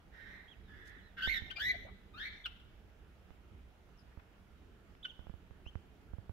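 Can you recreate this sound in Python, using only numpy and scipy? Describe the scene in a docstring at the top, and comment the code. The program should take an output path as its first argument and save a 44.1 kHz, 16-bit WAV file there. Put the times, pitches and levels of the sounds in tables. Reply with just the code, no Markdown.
"""A netted outdoor aviary with a mud wall and an arched shelter, over faint rumble and hush.
0-1.1 s: a far bird rasps twice; small birds chirp. 1.2-2.5 s: a near parakeet gives three harsh rising
squawks, its voice shaken by a second oscillation, and sharp yelps that break an octave down. The walls
answer each call. Soft handling bumps on the walking camera start under the squawks and crowd together
after 5 s, among light scuffs, two more chirps and a last yelp with a short falling echo off the wall."""
import sys
import numpy as np
from scipy import signal
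from scipy.fft import rfft, irfft, next_fast_len
from scipy.io import wavfile
from scipy.ndimage import uniform_filter1d, map_coordinates

SR = 44100
rng = np.random.default_rng(int(sys.argv[2]) if len(sys.argv) > 2 else 0)


def int16_out(signal):
    """Quantize to a 16-bit WAV file."""
    q = np.round(np.clip(np.atleast_2d(signal).T, -1, 1) * 32767)
    wavfile.write(sys.argv[1], SR, q.astype(np.int16))


N = 278712

# Parakeet throat and beak: f/Hz, gain/dB
THROAT = [(700, -29), (1100, -5), (1400, -4.5), (2100, -2.5), (2600, -4), (3200, -4.5), (3700, -4.5),
          (4200, -11.5), (4700, -18), (6200, -38.5), (8000, -38), (15500, -71)]
# Colour of the top harmonics: f/Hz, gain/dB
SIZZLE = [(4200, -53.5), (5200, 9), (7000, -0.5), (9500, -34.5), (11500, -3.5), (15500, -12.5)]
# t/s, lead-in/s, length/s, time to top/s, climb width/s, low f/Hz, top f/Hz, level/dB, lead-in/dB,
# lead-in roughness, open roughness, L-R/dB, extra echo/dB
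SQUAWKS = [(1.165, 0.0566, 0.2129, .144, 0.02682, 1530, 2152, -31, -6.5, 1.1, 0.46, -1.5, -2),
           (1.568, 0.0266, 0.1431, .135, .08, 1102, 2035, -31, -5, .25, .44, 2.5, -2),
           (2.132, 0.0424, 0.145, 0.14216, .057, 1199, 2070, -40.5, -3.5, 0.16, .55, 3, 4.5)]
def squawk(start_s, lead_s, length_s, top_s, climb_s, low_hz, top_hz, db, lead_db, lead_rough,
           open_rough, side_db, sag_hz=330.4, sag_s=.026, open_s=.00636):
    """A soft lead-in opens into a harsh call that climbs and sags; harder calls sizzle more."""
    voices, sizzle = np.zeros((2, 2, N))
    t = np.arange(int((length_s + .06) * SR)) / SR
    climb = low_hz + (top_hz - low_hz) * bell(t - top_s, climb_s)
    sag = top_hz - sag_hz * (1 - bell(t - top_s, sag_s))
    pitch = np.where(t < top_s, climb, sag)
    low = np.clip((top_hz - pitch) / 600, 0, 1)  # under its top the voice is brighter but softer
    closed = .5 - .5 * np.tanh((t - lead_s) / open_s)
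    gain = amp(db + lead_db * closed - 4 * low)
    gain *= envelope(t, length_s, attack_s=.0168, release_db_per_s=791.5)
    rough = np.clip(lead_rough * closed + open_rough * (1 - closed), 0, 1)
    overtone_db = -8 * closed + (-3.5 + 6 * low) * (1 - closed)
    pitch = pitch * (1 + .016 * wobble(130, len(t)))
    voice = harsh(pitch, rough, overtone_db, rattle_hz=210, swing=.088, jitter=.066, flutter_db=8.5)
    # turbulence roughens the overtones, leaves the fundamental clear
    turbulence = unit(rng.standard_normal(len(t)) * amp(5 * wobble(300, len(t))))
    hiss = amp(overtone_db - 2) * rough * fade(filtered(turbulence, lambda hz: hz > 2700))
    add(voices, start_s, panned(side_db) * scattered(gain * (voice + hiss)))
    buzz = harsh(pitch, rough, 0, rattle_hz=210, swing=.09, jitter=.12, flutter_db=8)
    sizzle_gain = amp(-8.5 - .5 * low) * gain ** 1.686
    add(sizzle, start_s, panned(side_db) * scattered(sizzle_gain * buzz))
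    return coloured(voices, THROAT) + coloured(sizzle, SIZZLE)


def syrinx(pitch, overtone_db, count=12):
    """A fundamental and equal overtones on a moving pitch."""
    phase = 2 * np.pi * np.cumsum(pitch) / SR
    overtones = sum(np.sin(k * phase) * (k * pitch < SR / 2) for k in range(2, count + 1))
    return np.sqrt(2) * (np.sin(phase) + amp(overtone_db) * overtones)


def harsh(pitch, rough, overtone_db, rattle_hz, swing, jitter, flutter_db):
    """A second, uneven oscillation shakes the voice in pitch and strength."""
    size = len(pitch)
    uneven_hz = rattle_hz * (1 + .2612 * wobble(120, size))
    rattle = np.sin(2 * np.pi * np.cumsum(uneven_hz) / SR)
    shaken = pitch * (1 + rough * (swing * rattle + jitter * wobble(900, size)))
    flutter = amp(flutter_db * rough * np.tanh(rattle + wobble(407.5, size)))
    return fade(syrinx(shaken, overtone_db) * unit(flutter))


# Colour of the voice crack: f/Hz, gain/dB
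CRACK = [(900, -8), (1500, -7.5), (3200, 26), (4500, 11), (7000, -9.5), (15500, -10.5)]
# break t/s, lead-in/s, f/Hz, lead-in lift/Hz, level/dB, undertone/dB, crack/dB, L-R/dB
YELPS = [(1.513, 0.0131, 3084, -450, -40.5, 2, -16.5, 8.5), (1.571, 0.0125, 2378, 3, -38, -12.5, -21.5, 10),
         (2.461, .022, 2800, 748.5, -39.5, 5, -11, 3), (5.054, 0.0271, 2864, 880, -39.5, -1.5, -26, -1.5)]
def yelps(rise_db_per_s=382, fall_db_per_s=652.5, lift_ahead_s=.01553):
    """Short whistles slide into a break: the period doubles, the voice roughens and cracks."""
    voices, cracks = np.zeros((2, 2, N))
    for break_s, lead_s, hz, lift_hz, db, under_db, crack_db, side_db in YELPS:
        t = np.arange(-lead_s, .03, 1 / SR)
        broken = bell(t, width_s=.00392)
        gain = amp(db + np.minimum(rise_db_per_s * t, -fall_db_per_s * t))
        pitch = hz + lift_hz * bell(t + lift_ahead_s, width_s=.007)
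        pitch *= 1 + (.015 + .045 * broken) * wobble(1200, len(t))
        undertone = amp(under_db) * broken * syrinx(pitch / 2, overtone_db=-4, count=7)
        voice = gain * fade(syrinx(pitch, overtone_db=4.5, count=3) + undertone)
        add(voices, break_s - lead_s, panned(side_db) * scattered(voice, spread_s=.00722))
        crack = amp(crack_db) * gain * broken * rng.standard_normal((2, len(t)))
        add(cracks, break_s - lead_s, panned(side_db) * crack)
    return coloured(voices, THROAT) + coloured(cracks, CRACK)


# mid t/s, length/s, f/Hz, glide/Hz, arch/Hz, level/dB, L-R/dB
WHISTLES = [(0.51, 0.068, 3400, -550, 597.5, -61, -9), (0.691, 0.126, 3574, -1300, 300.5, -74.5, -12),
            (0.966, 0.1, 3850, -1200, 399.5, -74, -24), (1.072, 0.12, 3950, -800, 298, -70, -11.5),
            (3.999, 0.0533, 5020, -450, -450, -65.5, -5.5), (5.104, 0.03034, 3200, -900, -10, -53.5, -7.5),
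            (5.675, 0.04, 2991, 697, 201, -55, 3.5)]
def whistles(edge_db=-7.5):
    """Small birds' gliding whistles, and the last yelp's short falling echo off the wall (5.104 s)."""
    out = np.zeros((2, N))
    for mid_s, length_s, hz, glide_hz, arch_hz, db, side_db in WHISTLES:
        u = np.linspace(-1, 1, int(length_s * SR))
        pitch = hz + glide_hz * u / 2 - arch_hz * u ** 2
        pitch *= 1 + .024 * wobble(600, len(u))
        voice = amp(db + edge_db * u ** 2) * fade(syrinx(pitch, overtone_db=-22, count=2))
        pair = scattered(voice, spread_s=.00566, direct_db=-.5)
        add(out, mid_s - length_s / 2, panned(side_db) * pair)
    return out


# Far bird's throat: f/Hz, gain/dB
FAR_THROAT = [(900, 9), (1700, -5.5), (2000, -9), (2600, -2), (3600, -22), (5500, -33), (9000, -45.5)]
# t/s, length/s, f/Hz, level/dB
RASPS = [(0.111, .23, 1786, -56), (0.667, .24, 1721, -58.5)]
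def rasps(rise_hz_per_s=450, swell_db_per_s=17.5):
    """A far bird's long, very hoarse calls creep up in pitch and level."""
    out, t = np.zeros((2, N)), np.arange(SR // 2) / SR
    for start_s, length_s, hz, db in RASPS:
        held_s = np.minimum(t, length_s)
        gain = amp(db + swell_db_per_s * (held_s - length_s))
        gain *= envelope(t, length_s, attack_s=.0226, release_db_per_s=198)
        pitch = hz + rise_hz_per_s * held_s
        voice = harsh(pitch, rough=1, overtone_db=0, rattle_hz=130, swing=.065, jitter=.055, flutter_db=5)
        add(out, start_s, scattered(gain * voice, spread_s=.0107))
    return panned(side_db=-6) * coloured(out, FAR_THROAT)


def scattered(x, spread_s=.00494, direct_db=-6):
    """Ground, posts and netting send a call to each microphone port by many short paths."""
    t = np.arange(SR // 40) / SR
    paths = rng.standard_normal((2, len(t))) * np.exp(-t / spread_s)
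    paths /= np.linalg.norm(paths[0])
    paths[:, 0] += amp(direct_db)
    pair = signal.fftconvolve(x[None], paths, axes=1)
    return pair * np.linalg.norm(x) / np.linalg.norm(pair, axis=1, keepdims=True)


# Diffuse decay: f/Hz, T60/s
YARD_T60 = [(300, 0.97), (2000, 0.637), (3800, 0.803), (5500, 0.065), (12000, 0.137)]
# delay/s, level/dB
WALL_ECHOES = [(0.054, -25), (0.101, -25), (.14, -25)]
def yard(x, tail_db, echo_db, build_s=.00757, smear_s=.0099):
    """Calls plus their smeared wall echoes and a diffuse tail that dies fastest around 5.5 kHz."""
    hz, t, noise = signal.stft(rng.standard_normal((2, SR)), SR, nperseg=256)
    decay = amp(-60 * t / along(YARD_T60, hz)[:, None]) * (1 - np.exp(-t / build_s))
    tail = signal.istft(noise * decay, SR, nperseg=256)[1]
    answer = amp(tail_db) * tail / np.linalg.norm(tail[0])
    for delay_s, db in WALL_ECHOES:
        smear = rng.standard_normal((2, SR // 30)) * np.exp(-np.arange(SR // 30) / SR / smear_s)
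        add(answer, delay_s, amp(db + echo_db) * smear / np.linalg.norm(smear[0]))
    answer = coloured(answer, [(4000, 2), (5500, 10), (12000, 4.5)])
    return x + signal.fftconvolve(x, answer, axes=1)[:, :N]


# t/s, level/dB, click/dB, L-R/dB
BUMPS = [(1.275, -26, -9.5, -38), (1.42, -33.5, -19.5, -41), (3.306, -40.5, -8.5, -21),
         (4.174, -35.5, -17, -12.5), (5.193, -34.5, -14.5, -22), (5.269, -39, -7, -35.5),
         (5.296, -34, -15, -24), (5.301, -34, -33.5, -33), (5.339, -35, -18, -34.5),
         (5.509, -39, -13, -37.5), (5.664, -35, -13, -38.5), (5.755, -28, -11.5, -34),
         (6.135, -30, -21.5, -39), (6.184, -33.5, -19.5, -36.5), (6.295, -31.5, -15, -34.5)]
def bumps(body_hz=74, body_t60_s=.0668, knock_hz=150, knock_t60_s=.0243, click_hz=1300):
    """Handling: a dull click, a short knock and a low, quickly damped swing of the camera body."""
    out, t = np.zeros((2, N)), np.arange(SR // 6) / SR
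    variations = rng.standard_normal((len(BUMPS), 2))
    for (start_s, db, click_db, side_db), (detune, hardness) in zip(BUMPS, variations):
        swing = np.sin(2 * np.pi * body_hz * np.exp(.1 * detune) * t - .6)
        swing *= amp(-1.5 - 60 * t / body_t60_s) * (1 - np.exp(-t / .00131))
        knock = np.sin(2 * np.pi * knock_hz * t - 1)
        knock *= amp(-6 - 60 * t / knock_t60_s) * (1 - np.exp(-t / .001084))
        contact = amp(-60 * t / .002) * (.4 * rng.standard_normal(len(t)) - 1)
        band_hz = [180, click_hz * np.exp(.15 * hardness)]
        click = signal.lfilter(*signal.butter(2, band_hz, "bandpass", fs=SR), contact)
        click *= amp(click_db + 2.5) / np.abs(click).max()
        add(out, start_s, panned(side_db) * amp(db) * (swing + knock + click))
    return out


# mid t/s, width/s, f/Hz, bandwidth/oct, level/dB
NOISE_SWELLS = [(0.88, 0.0143, 3210, 1.06, -67), (1.32, 0.0393, 36, 0.32, -45.5),
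                (1.5, 0.228, 677, 0.326, -67), (1.745, .02, 652, 0.186, -59.5),
                (1.854, 0.0194, 602, 0.292, -59.5), (1.889, 0.00926, 852, 0.64, -54),
                (3.557, 0.043, 800, 1.06, -75.5), (4.204, 0.1, 1400, 0.705, -73.5),
                (4.952, 0.00073, 1454, 0.72, -49.5), (5.984, 0.048, 1780, 1.23, -79.5)]
def noise_swells():
    """Scuffs, low hoots, a dull thud, and a faint, broad swell of low-mid noise under the squawks."""
    out, t = np.zeros((2, N)), np.arange(SR) / SR
    for mid_s, width_s, centre_hz, octaves, db in NOISE_SWELLS:
        grit = rng.standard_normal((2, SR)) * amp(4.63 * wobble(149.3, SR))
        band = filtered(grit, lambda hz: np.exp(-.5 * (np.log2((hz + 1) / centre_hz) / octaves) ** 2))
        add(out, mid_s - .5, amp(db) * unit(band) * bell(t - .5, width_s))
    return out


# Rumble spectrum: f/Hz, density/dB
RUMBLE = [(15, -32.5), (25, -3.5), (59, 0.5), (113, -8), (161, -14), (193, -7), (215, -13), (450, -17),
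          (580, -63.5), (990, -120)]
# t/s, level/dB
RUMBLE_LEVEL = [(0, -59.5), (1.1, -59), (1.5, -56), (2.7, -61.5), (4.8, -60), (6.32, -59.5)]
# Hush spectrum: f/Hz, density/dB
HUSH = [(300, -35), (470, -0.5), (800, -1.5), (1050, -6), (1400, -3), (2000, -8), (3000, -9), (4300, -18),
        (7300, -24), (11000, -29.5), (15500, -26.5)]
def air(hush_db=-70):
    """Far rumble swells and sinks beside a steady outdoor hush."""
    rumble_db = np.interp(np.arange(N) / SR, *np.transpose(RUMBLE_LEVEL)) + 1.655 * wobble(12, N)
    return amp(rumble_db) * rush(RUMBLE, patchy_db=1.5) + amp(hush_db) * rush(HUSH, patchy_db=1.1655)


# f/Hz, left-right correlation
AIR_COHERENCE = [(60, 0.867), (380, 0.686), (2380, 0.036), (15000, 0.07)]
# f/Hz, L-R/dB
AIR_BALANCE = [(60, -4.5), (240, -1.5), (950, -4), (3770, -2.5), (15000, -1.5)]
def rush(spectrum, patchy_db):
    """Stereo noise of rms 1 with patches of random gain, wider in the treble."""
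    noise = signal.stft(rng.standard_normal((2, N)), nperseg=512)[2]
    patches = uniform_filter1d(uniform_filter1d(rng.standard_normal(noise.shape[1:]), 6, 0), 14, 1)
    pair = signal.istft(noise * amp(patchy_db * unit(patches)), nperseg=512)[1][:, :N]
    angle = lambda hz: np.arccos(along(AIR_COHERENCE, hz)) / 2
    mid_side = lambda hz: amp(along(spectrum, hz)) * [np.cos(angle(hz)), np.sin(angle(hz))]
    mid, side = filtered(pair, mid_side)
    balance = lambda hz: amp(np.outer([.5, -.5], along(AIR_BALANCE, hz)))
    return unit(filtered(np.array([mid + side, mid - side]), balance))


def amp(db):
    """Decibels to gain."""
    return 10 ** (np.asarray(db) / 20)


def unit(x):
    """Scale to rms 1."""
    return x / np.sqrt(np.mean(x ** 2) + 1e-20)


def along(points, hz):
    """Interpolate (f/Hz, value) points on a log axis."""
    f, value = np.transpose(points)
    return np.interp(np.log(hz + 1), np.log(f + 1), value)


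def wobble(rate_hz, size):
    """Smooth random curve, rate_hz knots a second."""
    knots = rng.standard_normal(int(size * rate_hz / SR) + 4)
    return map_coordinates(knots, [np.arange(size) * rate_hz / SR])


def filtered(x, response):
    """Apply a gain given as a function of frequency."""
    size = x.shape[-1]
    padded = next_fast_len(size + SR // 4)
    return irfft(rfft(x, padded) * response(np.fft.rfftfreq(padded, 1 / SR)), padded)[..., :size]


def coloured(x, points):
    """Filter by (f/Hz, gain/dB) points."""
    return filtered(x, lambda hz: amp(along(points, hz)))


def add(track, start_s, x):
    """Mix x into the track."""
    part = track[..., max(round(start_s * SR), 0):][..., :x.shape[-1]]
    part += x[..., :part.shape[-1]]


def panned(side_db):
    """Left and right gains of constant total power."""
    return unit(amp([[side_db / 2], [-side_db / 2]]))


def fade(x):
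    """Taper 2.5 ms at each end."""
    return x * signal.windows.tukey(len(x), min(1, SR / 200 / len(x)))


def bell(t, width_s):
    """Gaussian of height 1 at t = 0."""
    return np.exp(-.5 * (t / width_s) ** 2)


def envelope(t, length_s, attack_s, release_db_per_s):
    """Attack, hold until length_s, decay."""
    return np.clip(t / attack_s, 0, 1) * amp(-release_db_per_s * np.maximum(t - length_s, 0))


# Camera body shading the right port: f/Hz, gain/dB
BODY_SHADE = [(1000, 1.5), (3300, 1.5), (4300, -6), (5500, -42.5), (8000, -40), (12000, 0.5)]
def scene(near_db=-1.2444, far_db=4):
    """Near and far birds in the yard, then bumps, noise swells and air."""
    near = sum(yard(squawk(*call), tail_db=wet_db - 17.5, echo_db=wet_db - 1)
               for *call, wet_db in SQUAWKS)
    near += yard(yelps() + whistles(), tail_db=-22, echo_db=-4)
    near = filtered(near, lambda hz: amp(np.outer([0, 1], along(BODY_SHADE, hz))))
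    far = yard(rasps(), tail_db=-2.5, echo_db=3.5)
    return amp(near_db) * near + amp(far_db) * far + bumps() + noise_swells() + air()


# Microphone port resonance: f/Hz, gain/dB
PORTS = [(7000, 1), (9000, -1), (10300, 3.5), (11700, 7.5), (13000, 0.5), (15500, 0)]
BAND_LIMIT_HZ = 15730
def record(dry):
    """The ports ring in the high treble; the camera keeps nothing above its band limit."""
    return filtered(dry, lambda hz: amp(along(PORTS, hz)) * (hz < BAND_LIMIT_HZ))


dry = scene()
out = record(dry)
int16_out(out)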